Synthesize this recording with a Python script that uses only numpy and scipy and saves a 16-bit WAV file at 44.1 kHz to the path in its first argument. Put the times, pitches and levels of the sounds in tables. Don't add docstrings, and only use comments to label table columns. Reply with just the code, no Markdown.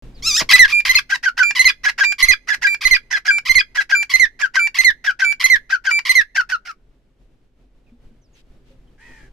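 import sys
import numpy as np
from scipy import signal
from scipy.fft import rfft, irfft, next_fast_len
from scipy.io import wavfile
from scipy.ndimage import uniform_filter1d, map_coordinates

SR = 44100
rng = np.random.default_rng(int(sys.argv[2]) if len(sys.argv) > 2 else 0)


def store_pcm(level_fs):
    pcm = np.round(np.clip(level_fs, -1, 1) * 32767).astype(np.int16)
    wavfile.write(sys.argv[1], SR, np.atleast_2d(pcm).T)


def gain_from_db(level_db):
    decades = np.asarray(level_db, float) / 20
    return 10 ** decades


N = 411012


def unit(x):
    return x / np.sqrt(np.mean(x ** 2) + 1e-20)


def along(points, hz):
    f, v = np.transpose(points)
    return np.interp(np.log(hz + 1), np.log(f + 1), v)


def wobble(rate_hz):
    return map_coordinates(rng.standard_normal(int(N * rate_hz / SR) + 4), [np.arange(N) * rate_hz / SR])


def filtered(x, response):
    m = next_fast_len(N + 8192)
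    return irfft(rfft(x, m) * response(np.fft.rfftfreq(m, 1 / SR)), m)[..., :N]


def throat(modes):
    def response(f):
        total = 0
        for k, (center, width, db) in enumerate(modes):
            total = total + (-1) ** k * gain_from_db(db) * 1j * f * width / (center * center - f * f + 1j * f * width)
        return total
    return response


def gate(rows, lead_s, lag_s, edge_s):
    on = np.zeros(N)
    for s, length, *_ in rows:
        on[round((s - lead_s) * SR):round((s + length + lag_s) * SR)] = 1
    return uniform_filter1d(on, max(int(edge_s * SR), 1))


# f/Hz, left over right/dB
LEAN = [(1420, 5), (1650, -3.5), (1760, -13), (2070, -14), (2330, -6.5)]
# t/s, share of the lean, left over right/dB
FACING = [(.5, .2, -1), (1.701, 0.27, -1), (2.3, 0.89, -1), (4, 1, 4), (6.2, 0.8, 4.5), (6.6, .4, -0.5)]


def tones(rows, over_db, attack_s, release_s, bend, jitter_hz, swell_db, fade_db):
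    out, shake_hz = np.zeros((2, N)), jitter_hz * wobble(300)
    flicker = np.array([wobble(70), wobble(70)])
    when, share, side_db = np.transpose(FACING)
    for s, length, start_hz, end_hz, db in rows:
        t = np.arange(-attack_s, length + 4 * release_s, 1 / SR)
        i = round((s - attack_s) * SR) + np.arange(len(t))
        hz = start_hz + (end_hz - start_hz) * np.clip(t / length, 0, 1.3) ** bend
        phase = 2 * np.pi * np.cumsum(hz + shake_hz[i]) / SR
        shape = np.clip((t + attack_s) / (2 * attack_s), 0, 1) ** 2
        shape *= np.exp(-np.maximum(t - length + release_s, 0) / release_s)
        shape *= gain_from_db(-swell_db * np.exp(-np.maximum(t, 0) / 0.053))
        fade_by_db = fade_db * (start_hz - hz) / 400
        draw = rng.standard_normal((len(over_db) + 1, 4))
        ratio = gain_from_db(along(LEAN, hz) * np.interp(s, when, share) + np.interp(s, when, side_db))
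        sides = np.array([ratio, ratio ** 0]) * np.sqrt(2 / (1 + ratio ** 2))
        wave = sides * np.sin(phase + [[-.5], [.5]])
        for k, level_db in enumerate(over_db):
            overtone_db = level_db - (k + 1) * fade_by_db + 2 * flicker[:, i] + 3 * draw[k + 1, :2, None]
            wave += gain_from_db(overtone_db) * np.sin((k + 2) * phase + np.pi * draw[k + 1, 2:, None])
        out[:, i] += gain_from_db(db) * np.sqrt(2) * shape * wave
    return out


# f/Hz, width/Hz; the upper one also level/dB
RING = (1700, 300)
UPPER_RING = (5300, 1100, 7.7)
QUAVER_HZ = 74


def stack(curve, partial_db, jitter_hz, rough, breath_db, breath_hz, ring_db, tremble):
    s, hz, db = np.transpose(curve)
    t = np.arange(N) / SR
    pitch_hz = np.interp(t, s, hz)
    quaver = np.sin(2 * np.pi * QUAVER_HZ * t + wobble(20))
    phase = 2 * np.pi * np.cumsum(pitch_hz * (1 + tremble * quaver) + jitter_hz * wobble(150)) / SR
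    clean = np.zeros(N)
    for number, level_db in enumerate(partial_db, 1):
        f = number * pitch_hz
        lift_db = ring_db * np.exp(-((f - RING[0]) / RING[1]) ** 2)
        lift_db += UPPER_RING[2] * np.exp(-((f - UPPER_RING[0]) / UPPER_RING[1]) ** 2)
        clean += gain_from_db(level_db + lift_db) / (1 + (f / 7900) ** 20) * np.sin(number * phase)
    flutter = np.array([wobble(980), wobble(900)])
    voiced = unit(clean) * (1 + rough * flutter) * (1 + 4 * tremble * quaver)
    noise = rng.standard_normal((2, N))
    breath = unit(filtered(noise, lambda f: f / (f + 2500) / (1 + (f / breath_hz) ** 4)))
    return (voiced + gain_from_db(breath_db) * breath) * gain_from_db(np.interp(t, s, db, -120, -120))


# t/s, level/dB
GROUND = [(.45, -42.5), (1.05, -55), (6.5, -60), (8.91, -51.5), (9.3, -48.5)]
# f/Hz, relative level/dB per Hz
AIR = [(25, -5), (55, -15), (80, -21), (400, -25.5), (1000, -40.5), (3000, -44.5), (15000, -64.5)]
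# f/Hz, level/dB
HUM = [(43, 0), (129, -10), (254, -12)]
# f/Hz, left-right likeness
ALIKE = [(240, 0.93), (2000, 0.24)]


def background():
    now = np.arange(N) / SR

    def spread(hz):
        angle = np.arccos(np.clip(along(ALIKE, hz), -1, 1)) / 2
        return gain_from_db(along(AIR, hz)) * [np.cos(angle), np.sin(angle)]
    mid, side = filtered(rng.standard_normal((2, N)), spread)
    hum = np.zeros(N)
    for hz, db in HUM:
        hum += gain_from_db(db + 2.2 * wobble(6.1)) * np.sin(2 * np.pi * hz * now + 0.41 * wobble(22.0))
    level = gain_from_db(np.interp(now, *np.transpose(GROUND)) + 2.2 * wobble(18.0))
    return level * (gain_from_db(2.0) * unit(np.array([mid + side, mid - side])) + hum)


# t/s, length/s, start f/Hz, end f/Hz, level/dB
PEEPS = [(7.865, 0.037, 2597, 2300, -67), (8.215, 0.06, 6500, 4570, -71), (8.33, .03, 6900, 6000, -66),
         (.145, .06, 5200, 3400, -56), (8.872, .018, 3250, 3000, -68)]


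def chicks():
    return tones(PEEPS, [], attack_s=.004, release_s=.005, bend=0.88, jitter_hz=90, swell_db=0.5, fade_db=0)


SCUFFS = [(0.186, 0.066, -58), (8.381, .07, -57.5), (8.696, 0.085, -65)]


def scuffs():
    now = np.arange(N) / SR
    grains = rng.standard_normal((2, N)) * gain_from_db(1.1 * wobble(260))
    sand = unit(filtered(grains, lambda f: throat([(2800, 3500, 0)])(f) ** 2))
    return sand * sum(gain_from_db(db) * np.exp(-(2 * (now - s) / length) ** 4) for s, length, db in SCUFFS)


# t/s, pitch f/Hz, level/dB
SQUEAL = [(0.224, 1040, -35.5), (0.273, 1369, -15.5), (0.332, 1158, -20), (0.365, 1282, -15),
          (0.372, 1725, -16), (0.384, 1887, -13), (.397, 1643, -15), (0.403, 1200, -19), (.43, 643, -35.5)]
SQUEAL_DB = [-22.5, -9.5, -9.5, -9, -10, -10.5]


def squeal():
    return stack(SQUEAL, SQUEAL_DB, jitter_hz=11, rough=0.15, breath_db=-14.5, breath_hz=14000,
                 ring_db=12.0, tremble=0)


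# t/s, level/dB
RASPS = [(0.392, -28), (0.677, -27.5)]
CLUCK_RASP_DB, HOARSE = -18, .5
CLUCK_OPENS_DB, YELP_OPENS_DB = -15, 6


def rasp_openings():
    own = [(s, db, 0) for s, db in RASPS]
    yelping = [(s, db, YELP_OPENS_DB) for s, _, db, *_ in YELPS]
    clucking = [(s, db + CLUCK_RASP_DB + HOARSE * max(-10.5 - db, 0), CLUCK_OPENS_DB) for s, _, db, _ in CLUCKS]
    return sorted(own + yelping + clucking)


CLUCK_OPENING_S, YELP_OPENING_S = 0.009, 0.031
CLUCK_HUSH_DB, YELP_HUSH_DB, WHISTLE_HUSH_DB = -11, -15, -24


def rasp_level(clucks, whistles, holds, glides, breaks):
    level = np.zeros(N)
    yelps, openings = holds + glides, rasp_openings()
    ends = [row[0] + row[1] for row in [*clucks, *whistles, *yelps, *breaks]]
    ends = np.array(ends + [SQUEAL[-1][0]])
    for (s, db, opens_db), (following, *_) in zip(openings, [*openings[1:], (N / SR,)]):
        length = ends[ends < following].max() - s + 0.00046
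        t = np.arange(0, length + 0.047, 1 / SR)
        opening_s = YELP_OPENING_S if opens_db > 0 else CLUCK_OPENING_S
        swell = (1 - np.exp(-t / 0.0058)) * gain_from_db(opens_db * np.exp(-t / opening_s))
        swell *= np.exp(-np.maximum(t - length, 0) / 0.0026)
        level[round(s * SR):][:len(t)] += swell * gain_from_db(db - 3 * t / length)
    hush_db = WHISTLE_HUSH_DB * gate(whistles, -0.0072, -0.0023, 0.0017)
    hush_db += YELP_HUSH_DB * gate(yelps, 0, -0.0083, 0.0043)
    hush_db += CLUCK_HUSH_DB * gate(clucks, 0, -0.0015, 0.0093)
    releases = [(s + length - .004, .016) for s, length, *_ in whistles]
    pauses = [(s + length + 0.0053, .017) for s, length, *_ in holds]
    return level * gain_from_db(hush_db + 2.1 * gate(releases, 0, 0, 0.0032) - 7 * gate(pauses, 0, 0, 0.0047))


# f/Hz, width/Hz, level/dB
CLUCK_THROAT = [(968, 220, -9), (1798, 760, 4), (2967, 880, -2), (5140, 1400, -1)]
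YELP_THROAT = [(1082, 560, -11.5), (2110, 610, 6), (3000, 1100, 2.5), (4884, 1300, 3), (12400, 3000, -8.5)]
CLUCK_FLAP_HZ, YELP_FLAP_HZ = 820, 1050
RASP_TOP_HZ, RASP_TREBLE_DB = 6300, -3


def rasp(clucks, whistles, holds, glides, breaks):
    level = rasp_level(clucks, whistles, holds, glides, breaks)
    clucking = gate(clucks, .045, 0.11, .01)
    rate_hz = YELP_FLAP_HZ + (CLUCK_FLAP_HZ - YELP_FLAP_HZ) * clucking
    phase = 2 * np.pi * np.cumsum(rate_hz * (1 + .12 * wobble(200))) / SR
    flaps = np.exp((4200 / rate_hz) ** 2 * (np.cos(phase) - 1)) * gain_from_db(3 * wobble(400))
    breath = .7 * rng.standard_normal((2, N)) * gain_from_db(3 * wobble(300))
    source = unit(flaps - uniform_filter1d(flaps, size=300)) + breath
    source = filtered(source, lambda f: gain_from_db(RASP_TREBLE_DB / (1 + (RASP_TOP_HZ / (f + 1)) ** 24)))
    cluck = unit(filtered(source, throat(CLUCK_THROAT))) * gain_from_db(8.0) * clucking
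    yelp = unit(filtered(source, throat(YELP_THROAT))) * gain_from_db(3.5) * (1 - clucking)
    return level * gain_from_db(2 * wobble(90)) * (cluck + yelp)


# t/s, length/s, start f/Hz, end f/Hz, level/dB
CROAK = [(.402, 0.025, 1308, 436.6, -26)]


def croak():
    return tones(CROAK, [-4, -8], attack_s=0.0034, release_s=0.005, bend=.8, jitter_hz=260,
                 swell_db=0.5, fade_db=1)


YELPS = [(0.49, 2001, -17, -3.5, -4, 0.063), (0.85, 2043, -23.5, -10.5, -9, 0.018),
         (1.55, 2051, -25, -8.5, -8, 0.03), (2.182, 2047, -27, -9, -7.5, 0.033),
         (2.808, 2042, -28.5, -10, -9, 0.036), (3.451, 2077, -30, -8.5, -8.5, 0.037),
         (4.094, 2064, -30.5, -8.5, -10, 0.062), (4.743, 2060, -28, -10, -10, 0.064),
         (5.397, 2056, -28.5, -9.5, -9.5, 0.066), (6.05, 2053, -27.5, -10, -10, 0.065)]
YELP_LOCK_S, HOLD_S, GLIDE_AFTER_S = .043, .027, .059
GLIDE_OVER_HZ, GLIDE_FALL_HZ, GLIDE_CURVE = 74.3, 408.5, 1.5
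GLIDE_FULL_S, YELP_CRACK_DB = .06, -2
DROP_AFTER_S, DROP_S, DROP_HZ, DROP_END_HZ, DROP_DB = 0.017, 0.0072, 1703, 1540, -3


def yelp_rows():
    holds, glides = [], []
    for s, hz, _, held_db, glide_db, length in YELPS:
        locked_s, top_hz = s + YELP_LOCK_S, hz + GLIDE_OVER_HZ
        end_hz = top_hz - GLIDE_FALL_HZ * (length / GLIDE_FULL_S) ** GLIDE_CURVE
        holds.append((locked_s, HOLD_S, hz, hz, held_db))
        glides.append((locked_s + GLIDE_AFTER_S, length, top_hz, end_hz, glide_db))
    cracked = cracks(glides, GLIDE_FULL_S, YELP_CRACK_DB)
    drops = [(s + DROP_AFTER_S, DROP_S, DROP_HZ, DROP_END_HZ, db - YELP_CRACK_DB + DROP_DB)
             for s, _, _, _, db in cracked]
    return holds, glides, cracked + drops


YELP_DB = [-10.5, -15, -28.5, -25.5, -27.5, -24.5]


def yelp_tones(yelps):
    return tones(yelps, YELP_DB, attack_s=0.0019, release_s=0.0046, bend=1.6, jitter_hz=8,
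                 swell_db=0.0, fade_db=9.0)


# t/s, level/dB
THUMP_DB = [(0.55, -28), (1.602, -35), (2.3, -24), (3.6, -28), (4.2, -34), (6.2, -38)]


def thumps(yelps):
    noise = rng.standard_normal((2, N))
    uneven = unit(filtered(noise, lambda f: 1 / (1 + 1j * f / 40) / (1 + 1j * f / 250)))
    offset = (np.array([[.3], [1.2]]) + .5 * uneven) * gate(yelps, 0, 0, 0.0094)
    level = gain_from_db(np.interp(np.arange(N) / SR, *np.transpose(THUMP_DB)))
    return filtered(level * offset, lambda f: 1j * f / (8 + 1j * f))


# t/s, end f/Hz
WHISTLES = [(0.725, 2386), (1.429, 2358), (2.044, 2356), (2.667, 2347), (3.305, 2342), (3.949, 2346),
            (4.593, 2332), (5.245, 2318), (5.911, 2328)]
WHISTLE_S, WHISTLE_SAG, WHISTLE_LEVEL_DB = 0.081, 1.004, -15


def whistle_rows():
    return [(s, WHISTLE_S, hz * WHISTLE_SAG, hz, WHISTLE_LEVEL_DB) for s, hz in WHISTLES]


WHISTLE_DB = [-20.5, -23, -34.5, -39]


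def whistle_tones(whistles):
    return tones(whistles, WHISTLE_DB, attack_s=0.0027, release_s=0.0018, bend=1.0, jitter_hz=2.8,
                 swell_db=-2.0, fade_db=-2.0)


CLUCKS = [(1.091, 1598, -11, 0.017), (1.227, 1608, -11, 0.033), (1.369, 1573, -8, 0.032),
          (1.832, 1695, -8.5, 0.019), (1.977, 1660, -9, 0.026), (2.471, 1752, -9.5, 0.026),
          (2.613, 1678, -9, 0.025), (3.103, 1744, -10.5, 0.027), (3.248, 1699, -9.5, 0.034),
          (3.746, 1703, -12, 0.027), (3.891, 1652, -10, 0.033), (4.39, 1720, -13, 0.038),
          (4.537, 1600, -10.5, 0.032), (5.04, 1685, -12.5, 0.0374), (5.189, 1594, -10, 0.029),
          (5.693, 1629, -11.5, 0.034), (5.839, 1609, -13.5, 0.035), (6.346, 1613, -11, 0.035),
          (6.489, 1548, -15.5, 0.035), (6.649, 1448, -30, 0.034)]
CLUCK_LOCK_S, CLUCK_FULL_S, CLUCK_CRACK_DB = 0.031, .035, -11
CLUCK_FALL_HZ, CLUCK_CURVE = 217.5, 2.4


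def cluck_rows():
    rows = []
    for s, hz, db, length in CLUCKS:
        end_hz = hz - CLUCK_FALL_HZ * (length / CLUCK_FULL_S) ** CLUCK_CURVE
        rows.append((s + CLUCK_LOCK_S, length, hz, end_hz, db))
    return rows, cracks(rows, CLUCK_FULL_S, CLUCK_CRACK_DB)


CLUCK_DB = [-21.5, -23.5, -30]
RUN_UP_S, RUN_UP, RUN_UP_DB = .024, 1.24, -2


def cluck_tones(clucks):
    locked = tones(clucks, CLUCK_DB, attack_s=0.002, release_s=0.0072, bend=1.3, jitter_hz=14,
                   swell_db=1.5, fade_db=4.5)
    rows = [(s - RUN_UP_S, RUN_UP_S, hz, RUN_UP * hz, db + RUN_UP_DB) for s, _, hz, _, db in clucks]
    run_ups = tones(rows, [-14, -9], attack_s=.003, release_s=.002, bend=0.96, jitter_hz=210,
                    swell_db=15.5, fade_db=-2.5)
    return locked + gain_from_db(4 * wobble(220)) * run_ups


CUT_SHORT = .78
CRACK_UP, CRACK_S, CRACK_SAG = 1.27, 0.02, .92


def cracks(rows, full_s, under_db):
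    return [(s + length, CRACK_S, CRACK_UP * end_hz, CRACK_UP * CRACK_SAG * end_hz, db + under_db)
            for s, length, _, end_hz, db in rows if length < CUT_SHORT * full_s]


CRACK_DB = [-6.5, -33]


def break_tones(breaks):
    return tones(breaks, CRACK_DB, attack_s=.002, release_s=0.0022, bend=3.8, jitter_hz=22,
                 swell_db=5.0, fade_db=5.5)


# t/s, level/dB, f/Hz
KNOCKS = [(7.919, -40, 237), (8.11, -46, 226), (8.705, -48, 536)]


def knocks():
    out, t = np.zeros(N), np.arange(SR // 8) / SR
    for s, db, hz in KNOCKS:
        thud = gain_from_db(db - 60 * t / 0.18) * (1 - np.exp(-t / 0.0029)) * np.sin(2 * np.pi * hz * t)
        out[round(s * SR):][:len(t)] += thud
    return out


# t/s, pitch f/Hz, level/dB
BLEAT = [(8.98, 270.6, -62), (9.01, 297, -50), (9.06, 315, -49), (9.2, 289, -48.5), (9.265, 282, -55),
         (9.29, 270, -64)]
BLEAT_DB = [-27, -26.5, -5, -17, -12, 5, -6.5, -3, -19.5, -15, -17.5]


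def far_bleat():
    return stack(BLEAT, BLEAT_DB, jitter_hz=5, rough=.22, breath_db=-12, breath_hz=7000, ring_db=2, tremble=.04)


def pen(x):
    t = np.arange(SR // 3) / SR
    tail = rng.standard_normal((2, len(t))) * (gain_from_db(-30 - 60 * t / 0.08) + gain_from_db(-74.5 - 60 * t / 0.75))
    tail[:, 0] = 1
    return signal.fftconvolve(x, tail, axes=1)[:, :N]


def scene():
    clucks, cluck_breaks = cluck_rows()
    whistles = whistle_rows()
    holds, glides, yelp_breaks = yelp_rows()
    yelps, breaks = holds + glides, cluck_breaks + yelp_breaks
    birds = squeal() + rasp(clucks, whistles, holds, glides, breaks) + croak()
    birds += yelp_tones(yelps) + whistle_tones(whistles) + cluck_tones(clucks) + break_tones(breaks)
    feet = scuffs() + knocks()
    return pen(birds + chicks() + far_bleat()) + thumps(yelps) + feet + background()


def roll_off(x):
    return signal.sosfilt(signal.butter(12, 16480, fs=SR, output="sos"), x)


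def record(dry):
    dry = filtered(dry, lambda f: 1 / (1 + (f / 15400) ** 40))
    soft = dry / (1 + np.abs(dry / .93) ** 6) ** (1 / 6)
    mix = soft * (np.arange(N) > .024 * SR)
    return roll_off(mix)


dry = scene()
out = record(dry)
store_pcm(out)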